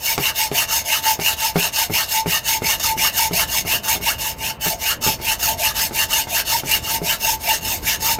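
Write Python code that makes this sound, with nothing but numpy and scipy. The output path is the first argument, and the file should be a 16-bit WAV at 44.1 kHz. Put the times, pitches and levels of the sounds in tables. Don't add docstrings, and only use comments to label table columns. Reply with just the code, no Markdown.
import sys
import numpy as np
from scipy import signal
from scipy.fft import rfft, irfft, next_fast_len
from scipy.io import wavfile
from scipy.ndimage import uniform_filter1d

SR = 44100
rng = np.random.default_rng(int(sys.argv[2]) if len(sys.argv) > 2 else 0)


def put_to_file(sound):
    columns = np.atleast_2d(sound).T
    safe = np.clip(columns, -1, 1)
    whole_steps = np.round(safe * 32767)
    wavfile.write(sys.argv[1], SR, whole_steps.astype(np.int16))


def voltage_ratio(decibels):
    exponent = np.asarray(decibels, float) / 20
    return 10 ** exponent


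N = 361179
TIME = np.arange(N) / SR
TEETH_PER_STROKE = 112


def evened(x):
    return x / np.sqrt(np.mean(x ** 2) + 1e-20)


def steadied(x, size, amount=1):
    return x / np.sqrt(uniform_filter1d(x ** 2, size)) ** amount


def coloured(x, points):
    hz, db = np.transpose(points)
    size = next_fast_len(len(x))
    bins = np.fft.rfftfreq(size, 1 / SR)
    gain = voltage_ratio(np.interp(np.log(bins + 1), np.log(hz), db, -100, -100))
    return irfft(rfft(x, size) * gain, size)[:len(x)]


def ring(x, hz, width):
    r = np.exp(-np.pi * width / SR)
    return evened(signal.lfilter([1, 0, -1], [1, -2 * r * np.cos(2 * np.pi * hz / SR), r * r], x))


def resonate(x, hz, width):
    turn = np.exp(2j * np.pi * np.cumsum(hz * np.ones(len(x))) / SR)
    r = np.exp(-np.pi * width / SR)
    smooth = signal.lfilter([1], [1, -r], x * turn.conj())
    return evened((turn * smooth).real)


def wander(hz):
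    knots = evened(uniform_filter1d(rng.standard_normal(7000), size=3))
    return np.interp(TIME * hz, np.arange(7000) / 3, knots)


def swells(events):
    t = np.arange(0, N, 64) / SR
    s, db, length = np.transpose(events)[:, :, None]
    bells = voltage_ratio(db) * .5 ** ((2 * (t - s) / length) ** 2)
    return np.interp(TIME, t, np.max(bells, axis=0))


def holds(events):
    t = np.arange(0, N, 64) / SR
    start, length, db, hz = np.transpose(events)[:, :, None]
    middle = start + length / 2
    level = np.max(voltage_ratio(db) * .5 ** (abs(2 * (t - start) / length - 1) ** 5.1 * 2.433), axis=0)
    nearest = np.argmin(abs(t - middle) - length / 2, axis=0)
    pitch = uniform_filter1d(hz[nearest, 0], size=12)
    since = np.clip(t - middle[nearest, 0], -.04, .04)
    return np.interp(TIME, t, level), np.interp(TIME, t, pitch), np.interp(TIME, t, since)


# (turn [s], rasp [dB], strongest push [share of stroke], rasp at the turn [dB],
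# blade and drum ring against the rasp [dB])
PULL_STROKES = [(0.0, -21, 0.58, -43.5, -6.5), (0.337, -20, 0.51, -47, -6.5), (0.67, -20, 0.51, -44, -5.5),
                (1.019, -18.5, 0.49, -38, -7), (1.361, -20.5, 0.59, -42.5, -5),
                (1.713, -19, 0.53, -46, -7.5), (2.069, -20, 0.57, -40.5, -6.5), (2.423, -20, 0.59, -48, -6),
                (2.775, -20, 0.61, -40, -6.5), (3.119, -19.5, 0.51, -43, -8), (3.467, -20, 0.59, -43, -6),
                (3.814, -19.5, 0.6, -50, -8), (4.166, -25, 0.57, -45, -6),
                (4.586, -22.5, 0.53, -66.5, -6.5), (5.001, -20.5, 0.45, -62.5, -11.5),
                (5.377, -19.5, 0.54, -45, -10), (5.735, -20.5, 0.49, -43.5, -7.5),
                (6.079, -20, 0.49, -44.5, -8), (6.443, -19.5, 0.52, -44, -7.5), (6.813, -21, 0.65, -45, -5),
                (7.184, -19, 0.56, -46, -13), (7.605, -23, 0.56, -45.5, -6), (7.992, -19, 0.49, -48.5, -14)]
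PUSH_STROKES = [(0.172, -20.5, 0.62, -41, 0.5), (0.507, -19.5, 0.59, -47.5, -1.5),
                (0.838, -20.5, 0.49, -45, -2.5), (1.183, -20.0, 0.53, -48, 1.5),
                (1.538, -20.5, 0.59, -49, -2), (1.898, -20, 0.47, -50, -1), (2.252, -20, 0.53, -52.5, 1),
                (2.61, -19, 0.55, -49, 1), (2.956, -18.5, 0.56, -44.5, 0.5), (3.306, -18.5, 0.6, -45.5, -1),
                (3.643, -20, 0.57, -46.5, 2.5), (4.002, -21.5, 0.52, -49, 2.5),
                (4.362, -26.5, 0.61, -53, 4), (4.775, -21, 0.62, -48, 1), (5.186, -20.5, 0.68, -49.5, -1.5),
                (5.566, -20, 0.53, -46, -1.5), (5.913, -19.5, 0.58, -47.5, -3.5),
                (6.267, -19, 0.64, -45.5, -5), (6.634, -20.5, 0.55, -46.5, -3.5),
                (7.011, -20.5, 0.57, -49, -4.5), (7.382, -20, 0.65, -47.5, -5), (7.811, -20, 0.59, -48, -5)]


def strokes():
    return np.array(sorted(PULL_STROKES + PUSH_STROKES))


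def along_strokes(values, shares):
    turns = np.append(strokes()[:, 0], N / SR)
    at = turns[:-1, None] + np.diff(turns)[:, None] * shares
    return np.interp(TIME, at.ravel(), np.ravel(values))


def ring_db(follow, arches, shares):
    rows = strokes()
    way = np.arange(len(rows)) % 2
    return along_strokes(follow * rows[:, 4:] + np.array(arches)[way], np.array(shares))


def travel():
    turns = np.append(strokes()[:, 0], N / SR)
    return .5 + .5 * np.cos(np.pi * np.interp(TIME, turns, np.arange(len(turns))))


def pressure_db():
    rows, share = strokes(), np.arange(24) / 24
    length = np.diff(rows[:, 0], append=N / SR)[:, None]
    stroke_db, top, turn_db = rows[:, 1:2], np.clip(rows[:, 2:3], .2, .8), rows[:, 3:4]
    rest = 0.0023 * np.maximum(-39.5 - turn_db, 0)
    late, early = 0.13 * rest / length, 0.87 * np.roll(rest, -1) / length
    moving = np.clip((share - late) / (1 - late - early), 0, 1)
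    leaning = moving ** (np.log(.5) / np.log(top))
    arch = voltage_ratio(stroke_db) * abs(np.sin(np.pi * leaning)) ** 1.1
    fade = 410
    creep_db = np.minimum(turn_db + fade * share * length, np.roll(turn_db, -1) + fade * (1 - share) * length)
    creep = voltage_ratio(np.minimum(creep_db, stroke_db - 15))
    return along_strokes(20 * np.log10(np.hypot(arch, creep)), share)


def teeth(place):
    passed = np.cumsum(abs(np.gradient(place)) * (1 + .15 * wander(60)) + 2e-6) * TEETH_PER_STROKE
    count = np.maximum.accumulate(np.floor(passed + .08 * rng.standard_normal(N)))
    bites = (np.diff(count, prepend=0) > 0) * voltage_ratio(3.6 * rng.standard_normal(N))
    busy = np.sqrt(uniform_filter1d(bites ** 2, 900) + 1e-5)
    chips = rng.standard_normal(N)
    clumps = voltage_ratio(1.07 * wander(70) + 0.57 * wander(240))
    return evened((voltage_ratio(-5.5) * bites / busy + chips) * clumps)


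# (time [s], level [dB])
BENCH_RUMBLE = [(0.0, -46), (0.98, -46), (1.19, -44.5), (2.12, -46), (3.01, -40.5), (3.65, -39.5),
                (4.08, -42), (4.63, -44), (4.93, -40.5), (5.41, -41), (6.59, -42.5), (8.05, -39.5),
                (8.19, -39)]
# (pitch [Hz], level [dB per Hz])
BENCH_COLOUR = [(12, -34), (25, -8.5), (55, 3.5), (85, 1.5), (167, -5.5), (212, -7), (392, -11.5),
                (600, -12), (780, -35), (1320, -120)]


def rumble(rasp_db):
    s, db = np.transpose(BENCH_RUMBLE)
    noise = evened(coloured(rng.standard_normal(N), BENCH_COLOUR))
    return voltage_ratio(np.interp(TIME, s, db) + 5.5 + 1.9 * wander(7.4) + 0.0095 * (rasp_db + 36)) * noise


# (pitch [Hz], level [dB per Hz])
AIR_COLOUR = [(290, -22), (500, -3.5), (760, -4.5), (917, -0.5), (1460, -10.5), (2600, -13), (15800, -74)]


def air():
    return voltage_ratio(-43.5) * evened(coloured(rng.standard_normal(N), AIR_COLOUR))


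# (pitch [Hz], level [dB per Hz])
SCRAPE_COLOUR = [(590, -12), (1000, -14), (1400, -19.5), (1570, -8), (2410, -12), (2770, -2.5),
                 (3290, -8.5), (6450, -6.5), (9020, -12.5), (14200, -4.5), (15900, -26)]
# (pitch [Hz], width [Hz], level [dB])
STEEL_RINGS = [(3630, 120, -12.5), (4445, 85, -9), (5236, 100, -8.5), (6280, 110, -7), (6510, 90, -7.5),
               (6745, 80, -12.5), (8211, 55, -15.5), (5400, 130, -11), (14450, 600, -5)]


def rasp(drive, place, rasp_db):
    z = signal.stft(coloured(drive, SCRAPE_COLOUR), SR, nperseg=512)[2]
    patches = uniform_filter1d(rng.standard_normal(z.shape), 6, 0)
    patches = evened(uniform_filter1d(patches, 5, 1))
    broad = evened(signal.istft(z * voltage_ratio(3 * patches), SR, nperseg=512)[1][:N])
    rings = sum(voltage_ratio(db + 3.7 * wander(8.6)) * ring(drive, hz, width) for hz, width, db in STEEL_RINGS)
    pulling = uniform_filter1d(1. 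* (np.gradient(place) < 0), size=800)
    return voltage_ratio(rasp_db) * (voltage_ratio(-1) * broad + voltage_ratio(-13.5 + 4 * pulling) * rings)


# (pitch drawn back [Hz], midway [Hz], pushed out [Hz], width [Hz],
# level drawn back [dB], pushed out [dB])
BLADE_RINGS = [(2160, 2170, 2230, 84, 8.5, 1), (2110, 2755, 3060, 105, 23.5, -6),
               (564, 962, 1980, 87, 5.5, 1), (1860, 1880, 1763, 23, -6, -3.5),
               (1390, 1000, 1160, 520, -64, 10), (1650, 5800, 3550, 730, -47, 8.5)]
# (level early [dB], late [dB])
BLADE_ARCHES = [(-2.5, -1.5), (-6.5, -1.5)]


def blade(drive, place, rasp_db):
    out = 0
    for back_hz, mid_hz, out_hz, width, back_db, out_db in BLADE_RINGS:
        hz = np.interp(place, [0, .5, 1], [back_hz, mid_hz, out_hz])
        level = voltage_ratio(back_db + (out_db - back_db) * place + 6.1 * wander(15))
        out = out + level * resonate(drive, hz, width)
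    level_db = 1.01 * (rasp_db + 21) - 25.5 + ring_db(1, BLADE_ARCHES, [.3, .7])
    return voltage_ratio(level_db) * steadied(out, 3000)


# (start [s], length [s], level [dB], pitch [Hz])
FRAME_HUMS = [(0.094, 0.041, -29, 906), (0.385, 0.098, -27, 877), (0.565, 0.046, -28, 941),
              (0.725, 0.07, -23, 900), (0.906, 0.055, -30, 894.2), (1.06, 0.065, -17, 880),
              (1.429, 0.085, -24, 888.1), (1.771, 0.067, -26, 885), (1.94, 0.034, -26.5, 893),
              (2.136, 0.11, -21.5, 884), (2.5, 0.04, -28.5, 885), (2.54, 0.048, -23, 891),
              (2.658, 0.047, -27, 902), (2.85, 0.11, -19.5, 878), (3.009, 0.05, -24.5, 893),
              (3.192, 0.048, -21, 887), (3.243, 0.054, -26, 883), (3.389, 0.057, -26.5, 896),
              (3.886, 0.066, -23, 902.1), (4.06, 0.047, -25, 912), (4.29, 0.05, -37, 888),
              (4.408, 0.043, -32, 885), (4.48, 0.052, -33, 890), (4.702, 0.03, -29.5, 874),
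              (5.08, 0.029, -25, 899), (5.268, 0.069, -25, 893), (5.474, 0.087, -25.5, 893),
              (5.628, 0.068, -29, 894), (5.801, 0.08, -33, 898), (5.968, 0.04, -30, 890),
              (6.153, 0.055, -26, 886), (6.336, 0.044, -31.5, 902), (6.52, 0.022, -24, 899),
              (6.543, 0.024, -17.5, 925), (6.926, 0.074, -26, 893), (7.079, 0.067, -31, 915),
              (7.23, 0.042, -30, 881), (7.275, 0.033, -18.5, 891), (7.31, 0.052, -25, 889),
              (7.485, 0.055, -22.5, 885), (8.036, 0.038, -29, 881.5), (8.075, 0.11, -24, 886.5)]


def frame(drive, rasp_db):
    burst, pitch, since = holds(FRAME_HUMS)
    burst = burst * voltage_ratio(-50 * since)
    idle = voltage_ratio(-38.5 + 0.53 * (rasp_db + 22) + 2.2 * wander(22))
    hz = 886 + 4 * wander(4.6)
    hz = hz + (pitch - hz) * burst / (burst + idle)
    phase = 2 * np.pi * np.cumsum(hz + 8 * wander(30)) / SR
    hum = np.sqrt(2) * np.sin(phase) * voltage_ratio(1.3 * wander(60))
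    shaken = ring(ring(drive, 917, 68), 878, 120)
    return np.hypot(voltage_ratio(-1) * burst, idle) * hum + (voltage_ratio(-11) * burst + voltage_ratio(-3) * idle) * shaken


def tooth_tone(drive, place, rasp_db):
    rate_hz = uniform_filter1d(abs(np.gradient(place)), 400) * SR * TEETH_PER_STROKE
    tone = resonate(resonate(drive, rate_hz, 63), rate_hz, 210)
    return voltage_ratio(rasp_db - 24.5 + 1.6 * wander(9)) * tone * np.clip(rate_hz / 500, 0, 1)


def ring_cluster(drive, modes, level, steady, sway_db):
    out = 0
    for hz, width, db in modes:
        out = out + voltage_ratio(db + sway_db * wander(16)) * ring(ring(drive, hz, width), hz, 4 * width)
    return level * steadied(evened(out), 1200, steady)


# (pitch [Hz], width [Hz], level [dB])
DRUM_RINGS = [(2800, 64, 3.5), (2688, 86, -6.5), (2977, 68, -5.5), (2540, 25, -11.5)]
# (level early [dB], midway [dB], late [dB])
DRUM_ARCHES = [(8, -4, -5), (-9.5, -26, -9.5)]
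# (time [s], level [dB], length [s])
DRUM_DIGS = [(0.258, -16.5, 0.05), (0.594, -14.5, 0.04), (0.937, -14, 0.048), (1.273, -16, 0.05),
             (1.613, -16, 0.018), (1.645, -16, 0.03), (1.763, -18, 0.031), (1.972, -18.5, 0.039),
             (2.17, -26, 0.049), (2.345, -18.5, 0.046), (2.703, -32, 0.1), (3.036, -17, 0.035),
             (3.078, -23, 0.06), (3.21, -24, 0.05), (3.369, -28, 0.054), (3.746, -26, 0.022),
             (3.914, -26, 0.03), (4.085, -22, 0.027), (4.896, -23, 0.049), (5.056, -21.5, 0.043),
             (5.297, -13, 0.024), (5.43, -23, 0.02), (5.655, -17, 0.038), (6.013, -19.5, 0.048),
             (6.135, -16, 0.018), (6.16, -20, 0.02), (6.366, -27, 0.037), (6.736, -15.5, 0.031),
             (7.1, -13.5, 0.03), (7.244, -19, 0.039), (7.524, -22, 0.065), (7.897, -22, 0.045),
             (8.094, -23.3, 0.062)]


def drum(drive, place, rasp_db):
    cut = voltage_ratio(rasp_db + ring_db(2.08, DRUM_ARCHES, [.2, .52, .8]))
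    hang = voltage_ratio(-52) * place ** 6
    digs = voltage_ratio(-4 + 1.5 * catches_db()) * swells(DRUM_DIGS)
    return ring_cluster(drive, DRUM_RINGS, np.hypot(cut + hang, digs), steady=0.72, sway_db=3.5)


# (pitch [Hz], width [Hz], level [dB])
JAW_RINGS = [(638, 30, -4), (685, 50, 2.5), (450, 40, -20)]
# (time [s], level [dB], length [s])
JAW_SHUDDERS = [(0.185, -34, 0.018), (0.561, -35, 0.03), (0.884, -37.5, 0.059), (1.066, -37, 0.031),
                (1.57, -21, 0.015), (1.658, -34, 0.045), (3.36, -33.5, 0.057), (3.75, -37, 0.032),
                (4.73, -32, 0.054), (5.521, -36, 0.12), (5.617, -29.5, 0.029), (6.331, -31, 0.03),
                (7.047, -37, 0.083), (7.249, -32.5, 0.032), (7.478, -29, 0.034)]


def vise_jaw(drive, rasp_db):
    idle = voltage_ratio(-43 + 0.16 * (rasp_db + 11))
    level = np.hypot(voltage_ratio(3.5) * swells(JAW_SHUDDERS), idle)
    return ring_cluster(drive, JAW_RINGS, level, steady=0.81, sway_db=4)


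# (pitch [Hz], time to die by 60 dB [s])
ROOM_DECAY = [(200, 0.22), (1000, 0.15), (4000, 0.12), (12000, 0.02)]


def shop(x):
    hz, t, z = signal.stft(rng.standard_normal(SR // 2), SR, nperseg=256)
    t60 = np.interp(hz, *np.transpose(ROOM_DECAY))
    tail = signal.istft(z * voltage_ratio(-60 * t / t60[:, None]), SR, nperseg=256)[1]
    echo = np.append(np.zeros(300), tail / np.linalg.norm(tail))
    return signal.fftconvolve(x, echo)[:N]


def whistles(drive, events, width, gain_db, climb=0):
    burst, pitch, since = holds(events)
    tone = resonate(drive, pitch + climb * since, width)
    return voltage_ratio(gain_db) * burst * steadied(tone, 900, 0.35)


# (start [s], length [s], level [dB], pitch [Hz])
BLADE_CHIRPS = [(0.068, 0.037, -21, 2230), (0.23, 0.039, -28, 2360), (0.394, 0.044, -25, 2200),
                (0.568, 0.038, -26, 2330), (0.88, 0.063, -25, 2200), (1.081, 0.037, -31, 2240),
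                (1.245, 0.038, -32, 2300), (1.58, 0.03, -34, 2230), (1.804, 0.035, -26, 2230),
                (1.931, 0.046, -22, 2290), (2.14, 0.064, -25, 2220), (2.281, 0.043, -30, 2350),
                (2.498, 0.062, -25, 2228), (2.64, 0.05, -23, 2289), (2.873, 0.035, -28, 2207),
                (2.981, 0.044, -23.5, 2351), (3.193, 0.069, -24, 2263), (3.323, 0.033, -26.5, 2260),
                (3.549, 0.047, -25, 2264), (3.677, 0.029, -30, 2420), (3.892, 0.054, -23, 2247),
                (4.046, 0.04, -29, 2355), (4.829, 0.043, -33, 2210), (5.184, 0.024, -38, 2205),
                (5.265, 0.033, -23, 2482), (5.622, 0.041, -24, 2406), (5.966, 0.035, -27, 2359),
                (6.689, 0.058, -21.5, 2340), (7.07, 0.034, -30, 2495), (7.458, 0.048, -24, 2320),
                (7.863, 0.045, -21, 2336), (8.082, 0.037, -30, 2300)]


def chirps(drive, place):
    climb = 3900 * (np.gradient(place) > 0)
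    return whistles(drive, BLADE_CHIRPS, 86, -4, climb)


# (place [share of stroke], pitch [Hz], level against the rasp [dB])
PUSH_CLIMB = [(.15, 2170, -28), (.3, 2390, -18), (.45, 2720, -12), (.6, 2800, -18.5), (.75, 2850, -30)]


def climbing_ring(drive, place, rasp_db):
    share, hz, db = np.transpose(PUSH_CLIMB)
    every = np.ones((len(strokes()), 1))
    tone = resonate(drive, along_strokes(every * hz, share), 110)
    pushing = uniform_filter1d(1. * (np.gradient(place) > 0), size=400)
    return pushing * voltage_ratio(rasp_db + along_strokes(every * db, share)) * steadied(tone, 900, 0.49)


# (time [s], peak [dB], brightness [dB], rebound [dB])
VISE_KNOCKS = [(0.1768, -18, 5, -1), (0.5137, -16.5, -1, -13), (1.19, -19, -1, -6),
               (1.5558, -9.5, -1, -5.5), (1.896, -22.5, 0, 3.5), (2.2578, -17.5, 0, -1),
               (2.618, -18, -1, -3), (2.965, -28.5, -13, 2), (3.3088, -20, -5.5, -2),
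               (3.648, -27.5, 2.5, -2), (3.736, -29, 2, -4), (3.951, -33.5, 8.5, 5.5), (4.003, -30.5, 2, 1),
               (4.659, -24, 5.5, 2), (5.063, -19, 5, 1), (5.198, -28, -1, -2), (5.908, -25.5, 1, -2),
               (6.2687, -30.5, 8, -4), (6.633, -23, -1, -1.5), (7.015, -18.5, -11, -5.5),
               (7.826, -29, -14, -3), (8.1845, -22.5, 3, -1)]
# (pitch [Hz], level [dB], time to die by 60 dB [s])
WOOD_RINGS = [(96, 3.5, 0.052), (161, 3.5, 0.087), (203, -9, 0.051), (310, -2, 0.012), (369, -0.5, 0.022),
              (533, -11, 0.03)]
METAL_RINGS = [(670, -20, 0.017), (852, -3.5, 0.031), (1240, -11, 0.017), (1400, -7, 0.0092),
               (2240, -10, 0.04), (3500, -18, 0.0044), (5000, -23, 0.0032)]
# (delay [s], level against the rebound [dB])
REBOUNDS = [(.008, 4.5), (0.017, 0.5), (0.024, 1)]


def knocks():
    size = 9000
    t, out = np.arange(size) / SR, np.zeros(N + size)
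    modes = WOOD_RINGS + METAL_RINGS
    spread = rng.uniform(-1.1, 1, (len(VISE_KNOCKS), len(modes + REBOUNDS)))
    clatter = ring(rng.standard_normal(N + size), 360, 610)
    late = np.maximum(t - 0.002, 0)
    blow = voltage_ratio(3.5) * np.sin(2 * np.pi * 390 * late) * np.exp(-late / 0.0038)
    for (s, db, bright_db, rebound_db), chance in zip(VISE_KNOCKS, spread):
        rings = []
        for (hz, d, t60), c in zip(modes, chance):
            tone = np.sin(2 * np.pi * hz * (1 + 0.078 * c) * t)
            rings.append(voltage_ratio(d + 2 * c - 60 * t / t60) * tone * (1 - np.exp(-t * hz * 5.9)))
        wood = sum(rings[:len(WOOD_RINGS)]) * (1 - np.exp(-t / 0.003))
        metal = np.interp(t - 0.0018, t, voltage_ratio(bright_db) * sum(rings[len(WOOD_RINGS):]), 0)
        bounces = np.zeros(1500)
        for (delay, d), c in zip(REBOUNDS, chance[::-1]):
            bounces[round((delay + .0015 * c) * SR)] = voltage_ratio(d + rebound_db)
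        duller = signal.oaconvolve(0.54 * wood + .5 * blow + 0.48 * metal, bounces)[:size]
        at = round(s * SR)
        loose = clatter[at:at + size] * voltage_ratio(bright_db - 3.5 - 60 * t / 0.078) * np.minimum(t / 0.008, 1)
        out[at:at + size] += voltage_ratio(db + 1) * (blow + 0.57 * wood - metal + loose + duller)
    return out[:N]


# (time [s], peak [dB])
KNOCK_TICKS = [
    (0.1796, -7.5),
    (0.5153, -21),
    (1.1984, -16),
    (1.5609, -22),
    (2.619, -30),
    (2.9763, -21),
    (5.017, -32),
]


def ticks():
    t, out = np.arange(300) / SR, np.zeros(N)
    band = signal.butter(2, [450, 6500], "band", fs=SR)
    for (s, db), noise in zip(KNOCK_TICKS, rng.standard_normal((len(KNOCK_TICKS), 300))):
        click = (0.63 * noise - 1.36 * (t < .00015)) * voltage_ratio(db - 60 * t / 0.015)
        out[round(s * SR):][:300] += signal.lfilter(*band, click) * voltage_ratio(0.5)
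    return out


# (start [s], length [s], level [dB], pitch [Hz])
BLADE_SQUEAKS = [(0.283, 0.051, -33, 1290), (0.61, 0.034, -27, 1260), (0.7, 0.038, -28, 1340),
                 (0.95, 0.028, -22, 1270), (1.039, 0.043, -31, 1310), (1.284, 0.027, -26, 1350),
                 (1.433, 0.029, -32, 1300), (1.759, 0.066, -33, 1154), (1.976, 0.057, -31, 1280),
                 (2.319, 0.059, -27, 1244), (2.686, 0.043, -34, 1240), (2.83, 0.043, -28, 1253),
                 (3.035, 0.056, -32, 1196), (3.386, 0.052, -26, 1319), (3.719, 0.035, -31, 1252),
                 (3.854, 0.041, -34, 1210), (4.658, 0.031, -30.5, 1146), (4.883, 0.054, -31, 1277),
                 (5.019, 0.072, -30, 1230), (5.426, 0.031, -31.5, 1320), (5.671, 0.057, -36, 1240),
                 (5.76, 0.028, -32, 1193), (6.01, 0.042, -28, 1204), (6.112, 0.032, -24.5, 1247),
                 (6.373, 0.054, -35, 1307), (6.476, 0.039, -31, 1259), (6.867, 0.031, -31, 1262),
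                 (7.11, 0.048, -32, 1350), (8.035, 0.08, -28.5, 1198)]


def squeaks(drive):
    return whistles(drive, BLADE_SQUEAKS, 110, -4.5)


# (start [s], length [s], level [dB], pitch [Hz])
BLADE_SONGS = [(0.293, 0.034, -27, 1620), (0.407, 0.037, -33, 1820), (0.594, 0.065, -28, 1810),
               (1.059, 0.067, -28, 1700), (1.266, 0.068, -27, 1630), (1.611, 0.053, -25, 1668),
               (1.764, 0.073, -29, 1620), (1.99, 0.053, -31, 1583), (3.025, 0.09, -29, 1800),
               (3.397, 0.047, -28, 1720), (3.723, 0.064, -28, 1750), (3.883, 0.047, -26, 1678),
               (4.644, 0.041, -23, 1760), (4.876, 0.088, -25.5, 1738), (5.28, 0.073, -33, 1780),
               (5.656, 0.086, -27, 1695), (5.765, 0.066, -26, 1666), (5.983, 0.075, -25, 1800),
               (6.122, 0.073, -30, 1734), (6.353, 0.084, -21.5, 1642), (6.701, 0.085, -29, 1800),
               (7.097, 0.064, -20, 1640), (7.264, 0.038, -34, 1789), (7.496, 0.065, -23, 1810),
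               (7.876, 0.1, -23.5, 1754)]


def songs(drive):
    return whistles(drive, BLADE_SONGS, 170, -9.5)


# (time [s], jump [dB])
TOOTH_CATCHES = [(1.2607, 1.5), (1.733, 3), (1.7589, 4), (1.936, 6.5), (2.797, 9), (3.333, 7), (3.834, 6),
                 (3.881, 3), (4.0704, 2.5), (4.182, 8), (4.609, 5), (5.02, -2), (5.037, 2.5), (5.212, 7),
                 (5.396, 2.5), (5.4273, 4.5), (5.634, 3.5), (6.13, 4), (6.269, 2), (6.6917, 3),
                 (6.711, 4.5), (7.487, 6.5), (8.013, -3)]


def catches_db():
    out = -14 * np.clip((TIME - 8.15) / 0.018, 0, 1)
    t = np.arange(-3000, 3000) / SR
    shape = np.where(t < 0, -1, .6) * np.exp(-abs(t) / .015)
    for s, db in TOOTH_CATCHES:
        at = round(s * SR)
        out[at - 3000:at + 3000] += db * shape
    return out


def scene():
    place = travel()
    drive = teeth(place)
    rasp_db = uniform_filter1d(pressure_db(), 400) + catches_db() + 1.74
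    near = rasp(drive, place, rasp_db) + blade(drive, place, rasp_db) + frame(drive, rasp_db)
    near += tooth_tone(drive, place, rasp_db)
    near += drum(drive, place, rasp_db) + vise_jaw(drive, rasp_db)
    near += chirps(drive, place) + climbing_ring(drive, place, rasp_db)
    near += knocks() + ticks()
    near += squeaks(drive) + songs(drive)
    return (near + voltage_ratio(-14) * shop(near) + rumble(rasp_db) + air())[None]


def low_pass(x):
    return signal.sosfilt(signal.butter(12, 16170, fs=SR, output="sos"), x)


def record(dry):
    edge = signal.firwin(511, 16000, window=("kaiser", 9), fs=SR)[None]
    overloaded = np.tanh(dry * 0.75) / 0.86
    return low_pass(signal.oaconvolve(overloaded, edge, "same"))


dry = scene()
out = record(dry)
put_to_file(out)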